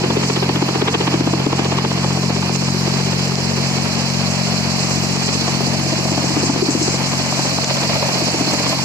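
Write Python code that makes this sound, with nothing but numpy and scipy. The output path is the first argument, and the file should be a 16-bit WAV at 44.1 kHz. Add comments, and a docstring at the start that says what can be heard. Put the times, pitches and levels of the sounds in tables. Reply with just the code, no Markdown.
"""An open field: a tractor's diesel drives a thresher, heard by someone walking round the feed chute.
The exhaust drones as a stack of sines locked to the engine's firings.
The drum, geared to the engine, chops into dry stalks once a turn: steel rings clack and boom, tiny clicks crunch.
The blower is shaped noise that rushes and howls in its casing; the side sheet and rotating parts hum.
Showers of tiny clicks make chaff hiss and close stalks rustle; short bright rings are stalks that snap."""
import sys
import numpy as np
from scipy import signal
from scipy.fft import rfft, irfft, next_fast_len
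from scipy.io import wavfile
from scipy.ndimage import uniform_filter1d, minimum_filter1d

SR = 44100
rng = np.random.default_rng(int(sys.argv[2]) if len(sys.argv) > 2 else 0)


def generate_wav(sig):
    """Save sig (samples, or channels by samples) to the path in sys.argv[1] as 16-bit PCM at SR."""
    pcm = np.round(np.clip(np.atleast_2d(sig).T, -1, 1) * 32767).astype(np.int16)
    wavfile.write(sys.argv[1], SR, pcm)


N = 389844

# pitch of the housing panel that faces the listener: t/s, f/Hz
PANEL_PITCH = [(0, 378), (.6, 380), (1.3, 320), (2.2, 360), (4.2, 400), (6.1, 288), (6.75, 322), (7.2, 290),
               (8.84, 284)]
# single knocks of the drum, strong and faint, before the ports:
# t/s, boom peak/dB, boom f/Hz, clack peak/dB, clack f/Hz
DRUM_KNOCKS = [(0.0425, -10, 357, -27, 870), (0.1047, -11, 335, -14.5, 840), (0.1725, -9, 390, -21, 810),
               (0.2375, -20, 365, -20, 945), (0.3015, -17, 385, -20, 875), (0.3719, -16, 377, -27, 910),
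               (0.428, -14, 368, -19, 880), (0.4962, -11.5, 354, -8, 850), (0.5622, -12.5, 340, -23, 845),
               (0.6262, -8, 342, -16, 930), (0.691, -15, 325, -14, 940), (0.7577, -11.5, 315, -13, 960),
               (0.8217, -8.5, 348, -16, 780), (0.8841, -15, 384, -22.5, 824), (0.951, -13.5, 366, -21, 980),
               (1.0118, -13, 353, -22, 870), (1.079, -9, 317, -15, 870), (1.1427, -8.5, 340, -13, 840),
               (1.209, -7, 318, -19, 800), (1.2755, -11.5, 325, -15, 880), (1.338, -8.5, 307, -11, 850),
               (1.402, -18, 330, -17, 850), (1.4694, -7.5, 318, -11, 746), (1.531, -11, 330, -11.5, 980),
               (1.5961, -10, 317, -15, 850), (1.66, -17, 355, -21, 850), (1.724, -15, 368, -14.5, 810),
               (1.7868, -17, 377, -14, 1010), (1.85, -16.5, 403, -15, 830), (1.9174, -24, 370, -16.5, 840),
               (2.046, -19, 333, -15, 805), (2.1744, -18, 365, -15, 760), (2.304, -17, 324, -16, 930),
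               (2.3663, -19, 370, -17, 860), (2.4301, -19, 345, -18, 830), (2.496, -20, 374, -18, 990),
               (2.5595, -23, 360, -24, 950), (2.6233, -23, 357, -19, 900), (2.688, -29, 360, -18, 905),
               (2.8776, -15.5, 333, -19, 870), (5.4814, -28, 345, -14.5, 760), (5.6085, -18, 407, -17, 800),
               (5.672, -17, 310, -19, 760), (5.8643, -19, 326, -22, 736), (5.928, -16, 312, -20, 740),
               (5.992, -17, 315, -23, 736), (6.055, -16, 310, -21, 750), (6.1213, -15.5, 305, -20, 745),
               (6.1784, -15.5, 310, -14.5, 756), (6.2432, -15, 322, -16, 690), (6.3076, -14, 295, -20, 780),
               (6.3704, -8, 302, -14, 770), (6.434, -12, 350, -20, 726), (6.4991, -10, 305, -14, 770),
               (6.5611, -12.5, 324, -18, 830), (6.625, -8, 330, -29, 880), (6.6902, -5.5, 323, -20, 680),
               (6.7539, -9.5, 320, -30, 850), (6.8168, -11, 304, -27, 840), (6.881, -15, 356, -19, 890),
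               (6.944, -18, 310, -22, 850), (7.008, -21, 302, -18, 830), (7.135, -22, 300, -17, 780),
               (7.3257, -23, 320, -14.5, 850), (7.3942, -17, 308, -15.5, 805), (7.454, -23, 355, -14, 880),
               (7.518, -27, 302, -17, 800), (7.5859, -22, 285, -13.5, 820), (7.7102, -27, 305, -16.5, 750),
               (7.8982, -35, 310, -20, 744), (7.963, -37, 370, -22, 710), (8.0281, -27, 398, -12.5, 684),
               (8.0908, -32, 377, -20, 700), (8.1546, -24, 345, -27, 715), (8.2211, -18, 328, -19, 670),
               (8.283, -22, 292, -18, 720), (8.3471, -12, 330, -16, 776), (8.4106, -13, 280, -18, 760),
               (8.476, -20, 285, -27, 760), (8.538, -16.5, 300, -19, 710), (8.603, -20, 285, -18, 720),
               (8.666, -24, 308, -18, 810), (8.7298, -24, 320, -14, 875)]


def from_db(db):
    """Turn decibels into a plain gain."""
    return 10 ** (np.asarray(db) / 20)


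def rms_one(x):
    """Scale a sound to an average strength (rms) of 1."""
    return x / np.sqrt(np.mean(x ** 2) + 1e-20)


def in_time(rows):
    """Draw each column of a table as a curve, with a value at every sample."""
    s, *columns = np.transpose(rows)
    return [np.interp(np.arange(N) / SR, s, column) for column in columns]


def per_bin(points):
    """Read a table over log frequency at every bin of the spectrum."""
    hz, value = np.transpose(points)
    bin_hz = np.fft.rfftfreq(next_fast_len(N), 1 / SR)
    return np.interp(np.log(bin_hz + 1), np.log(hz), value)


def drift(rate):
    """Smooth chance wandering, with about `rate` turns a second and a spread of 1."""
    step = 40  # samples between the computed points
    r = np.exp(-2 * np.pi * rate * step / SR)
    noise = rng.standard_normal(N // step + 2002)
    slow = signal.lfilter([1], [1, -2 * r, r * r], noise)[2000:]  # skip the filter's start
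    return np.interp(np.arange(N) / step, np.arange(len(slow)), rms_one(slow))


def ring(clicks, hz, t60):
    """Each unit click starts a sine of height 1 that dies by 60 dB in t60 seconds."""
    r = np.exp(-np.log(1000) / (t60 * SR))
    w = 2 * np.pi * hz / SR
    return signal.lfilter([0, np.sin(w)], [1, -2 * r * np.cos(w), r * r], clicks + 1e-18)


def panned(pan_db):
    """Left and right gains for a level difference (positive: left is louder)."""
    return from_db(pan_db * np.array([[.5], [-.5]]))


def ports(pair, spectrum=None):
    """Two microphone ports pick up a direct and a scattered signal, coloured by the spectrum if given."""
    # how alike the two ports hear: f/Hz, likeness [-1 to 1]
    likeness = [(100, 1), (400, 0.53), (750, 0.94), (1100, 0.63), (1500, 0), (2300, 0), (2900, 0.71),
                (3300, 0.93), (3600, 1), (4000, 0.0027), (5000, 0.035), (15000, 0.027)]
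    # left-right level difference: f/Hz, level/dB
    tilt = [(150, 6), (300, 5), (450, 1), (600, -0.5), (1100, 0.5), (1500, 2), (1900, 3.5), (2500, -5),
            (3150, -3.5), (3600, 1.5), (4200, -7.5), (4900, -9), (6000, 0), (7600, 2), (13000, 3.5)]
    # how far the left port leads: f/Hz, phase/radians
    lead = [(100, 1.46), (430, -1.13), (750, -0.5), (1200, -0.7), (1700, 0), (2300, 2.5), (3000, 3),
            (4000, 3)]
    size = next_fast_len(N)
    direct, scattered = rfft(pair, size)
    alike = np.clip(per_bin(likeness), -1, 1)
    sides = np.array([[1], [-1]])
    both = np.sqrt(1 + alike) * direct + sides * np.sqrt(1 - alike) * scattered
    both = both * from_db(sides * per_bin(tilt) / 2) * np.exp(.5j * sides * per_bin(lead))
    if spectrum is not None:
        both = both * from_db(per_bin(spectrum))
    return irfft(both, size)[:, :N]


def at_ports(pair, spectrum=None):
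    """A sound as the two ports pick it up, at rms 1."""
    return rms_one(ports(pair, spectrum))


def stroke(turns, rise, fall):
    """A swell once a turn, at rms 1; rise and fall are shares of the turn."""
    angle = (turns + .5) % 1 - .5
    return rms_one(np.exp(np.minimum(angle / rise, -angle / fall)))


def grains(per_s, spread_db):
    """Tiny fractures and impacts of dry straw: chance clicks of unequal size, at rms 1."""
    size_db = spread_db * np.minimum(rng.exponential(1, (2, N)), 5)
    sizes = from_db(size_db) * rng.choice([-1, 1], (2, N))
    return rms_one(sizes * (rng.random((2, N)) < per_s / SR))


def resonance(hz, width_hz, drive):
    """Turbulence of strength `drive` stirs one broad resonance around the pitch curve `hz`."""
    stir = (rng.standard_normal((2, N)) + 1j * rng.standard_normal((2, N))) * drive
    swing = signal.sosfilt(signal.butter(2, width_hz / 2, fs=SR, output="sos"), stir)
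    carrier = np.exp(2j * np.pi * np.cumsum(hz) / SR)
    return at_ports(np.real(swing * carrier))


def rung_each_turn(turns, hz, t60, contact_s=0.029, uneven_db=3.0):
    """A sheet gets a soft push of varying strength every turn and rings on towards the next; rms 1."""
    pushes = np.diff(np.floor(turns), prepend=0) * from_db(uneven_db * drift(22))
    softened = ring(pushes, hz, contact_s)
    return at_ports([ring(softened, hz, t60), np.zeros(N)])


def shafts(turns):
    """The rotating drum and fan hum with faint pure tones, which beat against the exhaust."""
    # hum: multiple of the drum's turn rate, rms level at the start/dB, rms level at the end/dB
    hum_tones = [(5.635, -46, -46), (8, -50, -45.5), (10, -48, -43.5)]
    hum = 0
    for multiple, start_db, end_db in hum_tones:
        level = np.sqrt(2) * from_db(np.linspace(start_db, end_db, N))
        hum = hum + level * np.sin(2 * np.pi * (multiple * turns + rng.random()))
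    return hum


def thrum(turns):
    """The big side sheet rings on after each turn and joins the knocks into a low, pitched rumble."""
    # loudest where the listener faces the sheet: t/s, level/dB
    sheet_level = [(0, -31), (1.3, -37), (2.2, -42), (4.2, -44), (4.8, -40), (5.6, -36), (6.4, -33),
                   (7.05, -37), (8.1, -40), (8.4, -32), (8.84, -34)]
    return from_db(in_time(sheet_level)[0]) * rung_each_turn(turns, hz=275.5, t60=0.18)


def blower(gust_db=1.48):
    """Turbulent air rushes out of the fan casing: noise with a fluttering strength."""
    # colour of the rush: f/Hz, level/dB
    air_spectrum = [(20, -43), (55, -16), (110, -2.5), (230, 1), (380, -2.5), (520, -2.5), (700, -0.5),
                    (1050, -2.5), (1400, -8.5), (1900, -8), (2500, -6), (3500, -9.5), (8000, -60),
                    (15000, -40)]
    gusts = from_db(gust_db * drift(19.6))
    return at_ports(rng.standard_normal((2, N)) * gusts, air_spectrum)


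def casing(turns, throb=0.55, ring_db=-8):
    """Turbulence makes the fan casing howl in pulses with the drum, and each turn sets it ringing."""
    # heard most towards the casing's open side: t/s, level/dB
    howl_level = [(0, -46), (3.3, -45), (4.4, -35), (5.2, -41), (6, -32), (6.8, -42), (7.3, -35),
                  (8.05, -27.5), (8.84, -36.5)]
    casing_hz = 621.3
    level_db, = in_time(howl_level)
    pulse = 1 + throb * stroke(turns, rise=0.1, fall=0.17)
    howl = resonance(np.full(N, casing_hz), width_hz=173, drive=pulse)
    ringing = from_db(ring_db) * rung_each_turn(turns, casing_hz, t60=0.15)
    return from_db(level_db) * (howl + ringing)


def chaff(turns, throb=0.09, flutter_db=1.55):
    """Shredded straw pelts sheet metal, a little harder around each stroke; coarse and fine bits flurry apart."""
    # colour of the hiss: f/Hz, level/dB
    hiss_spectrum = [(900, -16), (1500, -14), (1900, -10), (2450, -3.5), (3000, -10), (3650, -12),
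                     (4200, 0.5), (4900, -1.5), (6000, -6), (7850, -14.5), (9300, -2), (12500, -7),
                     (15500, -15)]
    edges_hz = np.geomspace(700, 16000, 7)
    pelting = 0
    for band in zip(edges_hz, edges_hz[1:]):
        band_pass = signal.butter(2, band, "band", fs=SR, output="sos")
        bits = signal.sosfilt(band_pass, grains(per_s=6000, spread_db=0.9))
        pelting = pelting + bits * from_db(flutter_db * drift(24))
    pulse = 1 + throb * stroke(turns, rise=0.59, fall=0.039)
    return at_ports(pelting * pulse, hiss_spectrum)


def rubbing():
    """How hard close stalks rub: loose straw thickens along the walk, and each passing bundle adds a swell."""
    # stalks brushing past: t at the height/s, length/s, level/dB, left-right difference/dB
    passing_stalks = [(.28, 0.14, -29, 0), (2.552, 0.033, -23.5, -6), (3.7, 6.3, -34, -9),
                      (4.92, 0.32, -28.5, -2), (6.357, 0.28, -30, 6), (6.724, 0.04, -19, 5),
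                      (6.84, 0.065, -22, 3), (7.1, 0.86, -29.5, 8), (7.646, 0.021, -25, 0)]
    t = np.arange(N) / SR
    power = from_db(np.linspace(-35, -25.5, N)) ** 2  # the loose straw, start to end in dB
    for s, length_s, db, pan_db in passing_stalks:
        swell = np.exp(-np.minimum((2 * (t - s) / length_s) ** 2, 20))
        power = power + (from_db(db) * panned(pan_db)) ** 2 * swell
    return np.sqrt(power)


def rustle(clump_db=2.07):
    """Dry leaves and stalks rub in clumps of fine crackle."""
    # colour of the crackle: f/Hz, level/dB
    crackle_spectrum = [(1000, -26), (3000, -39), (5000, 3.5), (6500, 2.5), (7850, 2.5), (9300, 0.5),
                        (12500, -19), (15500, -19)]
    clumps = from_db(clump_db * drift(25))
    return at_ports(grains(per_s=9000, spread_db=2.5) * clumps, crackle_spectrum)


def snaps(crack_t60=0.0023, splinter_s=.0025, splinter_db=-29):
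    """Dry stalks break: each part of a snap is a ringing click plus the fading noise force of splintering."""
    # parts of snaps; the loud snap near 7.645 s is built of several rings at different pitches:
    # t/s, level/dB, f/Hz, left-right difference/dB
    snap_parts = [(1.6466, -9, 4400, -7), (2.515, -14, 4550, -6.5), (2.5614, -9, 6640, -21),
                  (3.3558, -5, 5350, -14), (6.7079, -6, 6970, 5), (6.8135, -15, 7270, -2.5),
                  (7.6303, -15, 2000, 0), (7.6447, -9, 2200, 0), (7.645, 3, 5900, 4), (7.647, -5, 3800, 0),
                  (7.6495, -16, 2000, 0), (7.8366, -9, 4550, -1)]
    t = np.arange(SR // 20) / SR
    out = np.zeros((2, N + SR))
    for s, db, hz, pan_db in snap_parts:
        force = from_db(splinter_db) * rng.standard_normal((2, len(t))) * np.exp(-t / splinter_s)
        force[:, 0] = 1  # the crack itself
        at = round(s * SR)
        out[:, at:at + len(t)] += from_db(db) * panned(pan_db) * ring(force, hz, crack_t60)
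    return out[:, :N]


def exhaust(firings, waver_db=0.9, uneven_db=0.52, jitter=0.0032):
    """Each firing pushes a pressure swing out of the pipe: sines at whole multiples of its rate, in step."""
    # as heard from the moving listener: t/s, level/dB, left-right difference/dB
    exhaust_path = [(0, -19.5, 0.5), (1.4, -19, -0.5), (2.1, -19.5, 3.5), (4.5, -20, 8), (5.7, -21.5, 9),
                    (6.6, -21, 4.5), (7.3, -24.2, 9), (8.84, -25.5, 9)]
    # tone: multiple of the firing rate, level/dB before scaling to rms 1, share of the left-right difference
    orders = [(2, -7.5, .1), (3, 2, 0.55), (4, 0, 0.88), (5, -4, 1.55), (6, -25, 1.3), (7, -19.5, 1),
              (8, -35, 1)]
    level_db, pan_db = in_time(exhaust_path)
    angle = 2 * np.pi * (firings + .12 + jitter * drift(19))  # .12: starting point in the firing cycle
    tone = 0
    for multiple, db, share in orders:
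        strength = from_db(db + waver_db * drift(1.07))
        tone = tone - strength * np.sin(round(multiple) * angle) * panned(share * pan_db)
    return rms_one(tone) * from_db(level_db + uneven_db * drift(27))


def growl(turns, throb=0.29):
    """Stalks dragged round the drum stir the housing's resonance between the blows."""
    pulse = 1 + throb * stroke(turns, rise=0.037, fall=0.94)
    return resonance(in_time(PANEL_PITCH)[0], width_hz=180, drive=pulse)


def chopping(turns, uneven_db=3.0):
    """Stalks crunch in a burst of tiny fractures as the beaters sweep through them."""
    # colour of the crunch: f/Hz, level/dB
    crunch_spectrum = [(120, -35), (300, -11), (450, 7.5), (570, -14.5), (850, -2), (1150, -3.5),
                       (1500, -9), (2400, -8.5), (3500, -5.5), (7000, -51), (15000, -45)]
    swell = stroke(turns, rise=0.14, fall=0.13) * from_db(uneven_db * drift(2.6))
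    return at_ports(grains(per_s=12000, spread_db=1.5) * swell, crunch_spectrum)


def light_knocks(turns, load_db, chop_db, spread_db=0.3):
    """Rows like DRUM_KNOCKS for every turn of the drum that has no knock listed within 30 ms."""
    hits = np.flatnonzero(np.diff(np.floor(turns)) > 0)
    boom, clack = spread_db * rng.standard_normal((len(hits), 2)).T
    boom_db = load_db[hits] + 7.5 + boom
    clack_db = chop_db[hits] + 10 + clack
    clack_hz = np.full(len(hits), 812)
    rows = np.transpose([hits / SR, boom_db, in_time(PANEL_PITCH)[0][hits], clack_db, clack_hz])
    listed_s = np.array(DRUM_KNOCKS)[:, 0]
    return [row for row in rows if np.abs(listed_s - row[0]).min() > .03]


def struck(modes, hz, loose, mode_db=1.5, detune=0.042):
    """Steel struck through straw: its modes swell and die, varying more when the contact is loose; peak 1."""
    multiple, db, swing_s = np.array(modes).T[:, :, None]
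    share, shift, place = rng.standard_normal((3, len(modes), 1))
    t = np.arange(SR // 20) / SR
    swell = (t / swing_s * np.exp(-t / swing_s)) ** 2
    mode_hz = hz * multiple * np.exp(detune * shift)
    # `loose` scatters the phase, in turns (whole cycles)
    angle = None
    cycles = mode_hz * (t - swing_s) + loose * place
    rings = from_db(db + mode_db * share) * swell * np.sin(2 * np.pi * cycles)
    total = rings.sum(axis=0)
    return total / np.abs(total).max()


def knocks(rows):
    """Once a turn the beaters hit the bundle: the grate gives a hollow clack and the housing booms."""
    # drum housing: multiple of the boom's pitch, level/dB before scaling to peak 1, time to full swing/s
    housing_modes = [(1, 1, 0.00547), (1.36, -7.5, 0.00447), (.8, -7, 0.0063)]
    # grate under the beaters: multiple of the clack's pitch, level/dB before scaling, time to full swing/s
    grate_modes = [(.68, -5, 0.00329), (.86, -2, 0.00299), (1.08, -1.5, 0.00249), (1.36, -4, .0022),
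                   (1.8, -10.5, 0.00168), (2.7, -14, 0.00117)]
    boom_lead_s, clack_lead_s = 0.00496, 0.002977  # each starts this much before the row's time
    out = np.zeros(N + SR)
    for s, boom_db, boom_hz, clack_db, clack_hz in rows:
        boom = from_db(boom_db) * struck(housing_modes, boom_hz, loose=0.16)
        clack = from_db(clack_db) * struck(grate_modes, clack_hz, loose=0.36)
        for lead_s, sound in ((boom_lead_s, boom), (clack_lead_s, clack)):
            at = max(0, int((s - lead_s) * SR))
            out[at:at + len(sound)] += sound
    return ports([out[:N], np.zeros(N)])


def scene():
    """The engine turns the drum; the load sets the growl and the light knocks, the walk the other levels."""
    # engine speed: t/s, firing rate/Hz
    engine_speed = [(0.0, 44.83), (1.0, 44.92), (2.0, 45.25), (2.8, 45.39), (3.6, 45.7), (4.5, 45.74),
                    (5.5, 45.72), (6.5, 45.64), (7.5, 45.58), (8.84, 45.46)]
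    # load on the drum, swelling with the bundles fed in:
    # t/s, housing level/dB that the light knocks and the growl follow
    drum_load = [(0, -19), (.35, -29), (.95, -28), (1.2, -23), (2.1, -28), (3.5, -31), (4.45, -40),
                 (5.2, -32.5), (6.2, -29), (6.7, -18.5), (7.05, -32.5), (8.05, -51), (8.38, -30),
                 (8.84, -43)]
    # the walk, at times screened by bundles: t/s, chaff level/dB, chopping level/dB, blower level/dB
    walk = [(0, -25, -28.5, -25.5), (.5, -25, -24, -25), (1.7, -26.5, -29.5, -25), (2.5, -24.5, -31, -26.5),
            (3.6, -23, -37.5, -25), (5.4, -22, -36.5, -25), (6.65, -23.5, -38, -25), (7.2, -21.5, -33, -24),
            (8.84, -20, -32, -24)]
    firings = np.cumsum(in_time(engine_speed)[0]) / SR
    turns = .335 + .34444 * firings  # starting turn, then drum turns per firing
    load_db, = in_time(drum_load)
    chaff_db, chop_db, blower_db = in_time(walk)
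    growl_db = -32.5 + 0.6 * (load_db - load_db.mean())  # follows part of the load's swing
    drum = knocks([*DRUM_KNOCKS, *light_knocks(turns, load_db, chop_db)])
    drum = drum + from_db(growl_db) * growl(turns) + thrum(turns) + shafts(turns)
    stalks = from_db(chop_db) * chopping(turns)
    air = from_db(blower_db) * blower() + casing(turns)
    straw = from_db(chaff_db) * chaff(turns) + rubbing() * rustle() + snaps()
    return exhaust(firings) + drum + stalks + air + straw


def limiter(x, threshold_db=-4.5, share=.8, recover_s=.03, ahead_s=.001):
    """Peaks over the threshold pull the gain down by a share of the excess; it creeps back afterwards."""
    peak_db = 20 * np.log10(np.abs(x).max(axis=0) + 1e-9)
    over_db = np.maximum(peak_db - threshold_db, 1e-6)
    elapsed = np.arange(N) / (SR * recover_s)
    # the running maximum holds each peak's excess while it fades
    held_db = np.exp(np.maximum.accumulate(np.log(over_db) + elapsed) - elapsed)
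    size = 2 * int(ahead_s * SR) + 1
    # each of the two filters looks ahead_s forward and back
    gain_db = uniform_filter1d(minimum_filter1d(-share * held_db, size), size)
    return x * from_db(gain_db)


def record(dry):
    """The phone's processing lowers everything above 8 kHz, a limiter ducks hard hits, the top is cut steeply."""
    # step in the phone's treble: f/Hz, level/dB
    treble_step = [(7850, 0), (8200, -17)]
    size = next_fast_len(N)
    heard = irfft(rfft(dry, size) * from_db(per_bin(treble_step)), size)[:, :N]
    steep_cut = signal.ellip(10, .1, 80, 15600, fs=SR, output="sos")  # cutoff 15600 Hz
    return signal.sosfilt(steep_cut, limiter(heard))


dry = scene()
out = record(dry)
generate_wav(out)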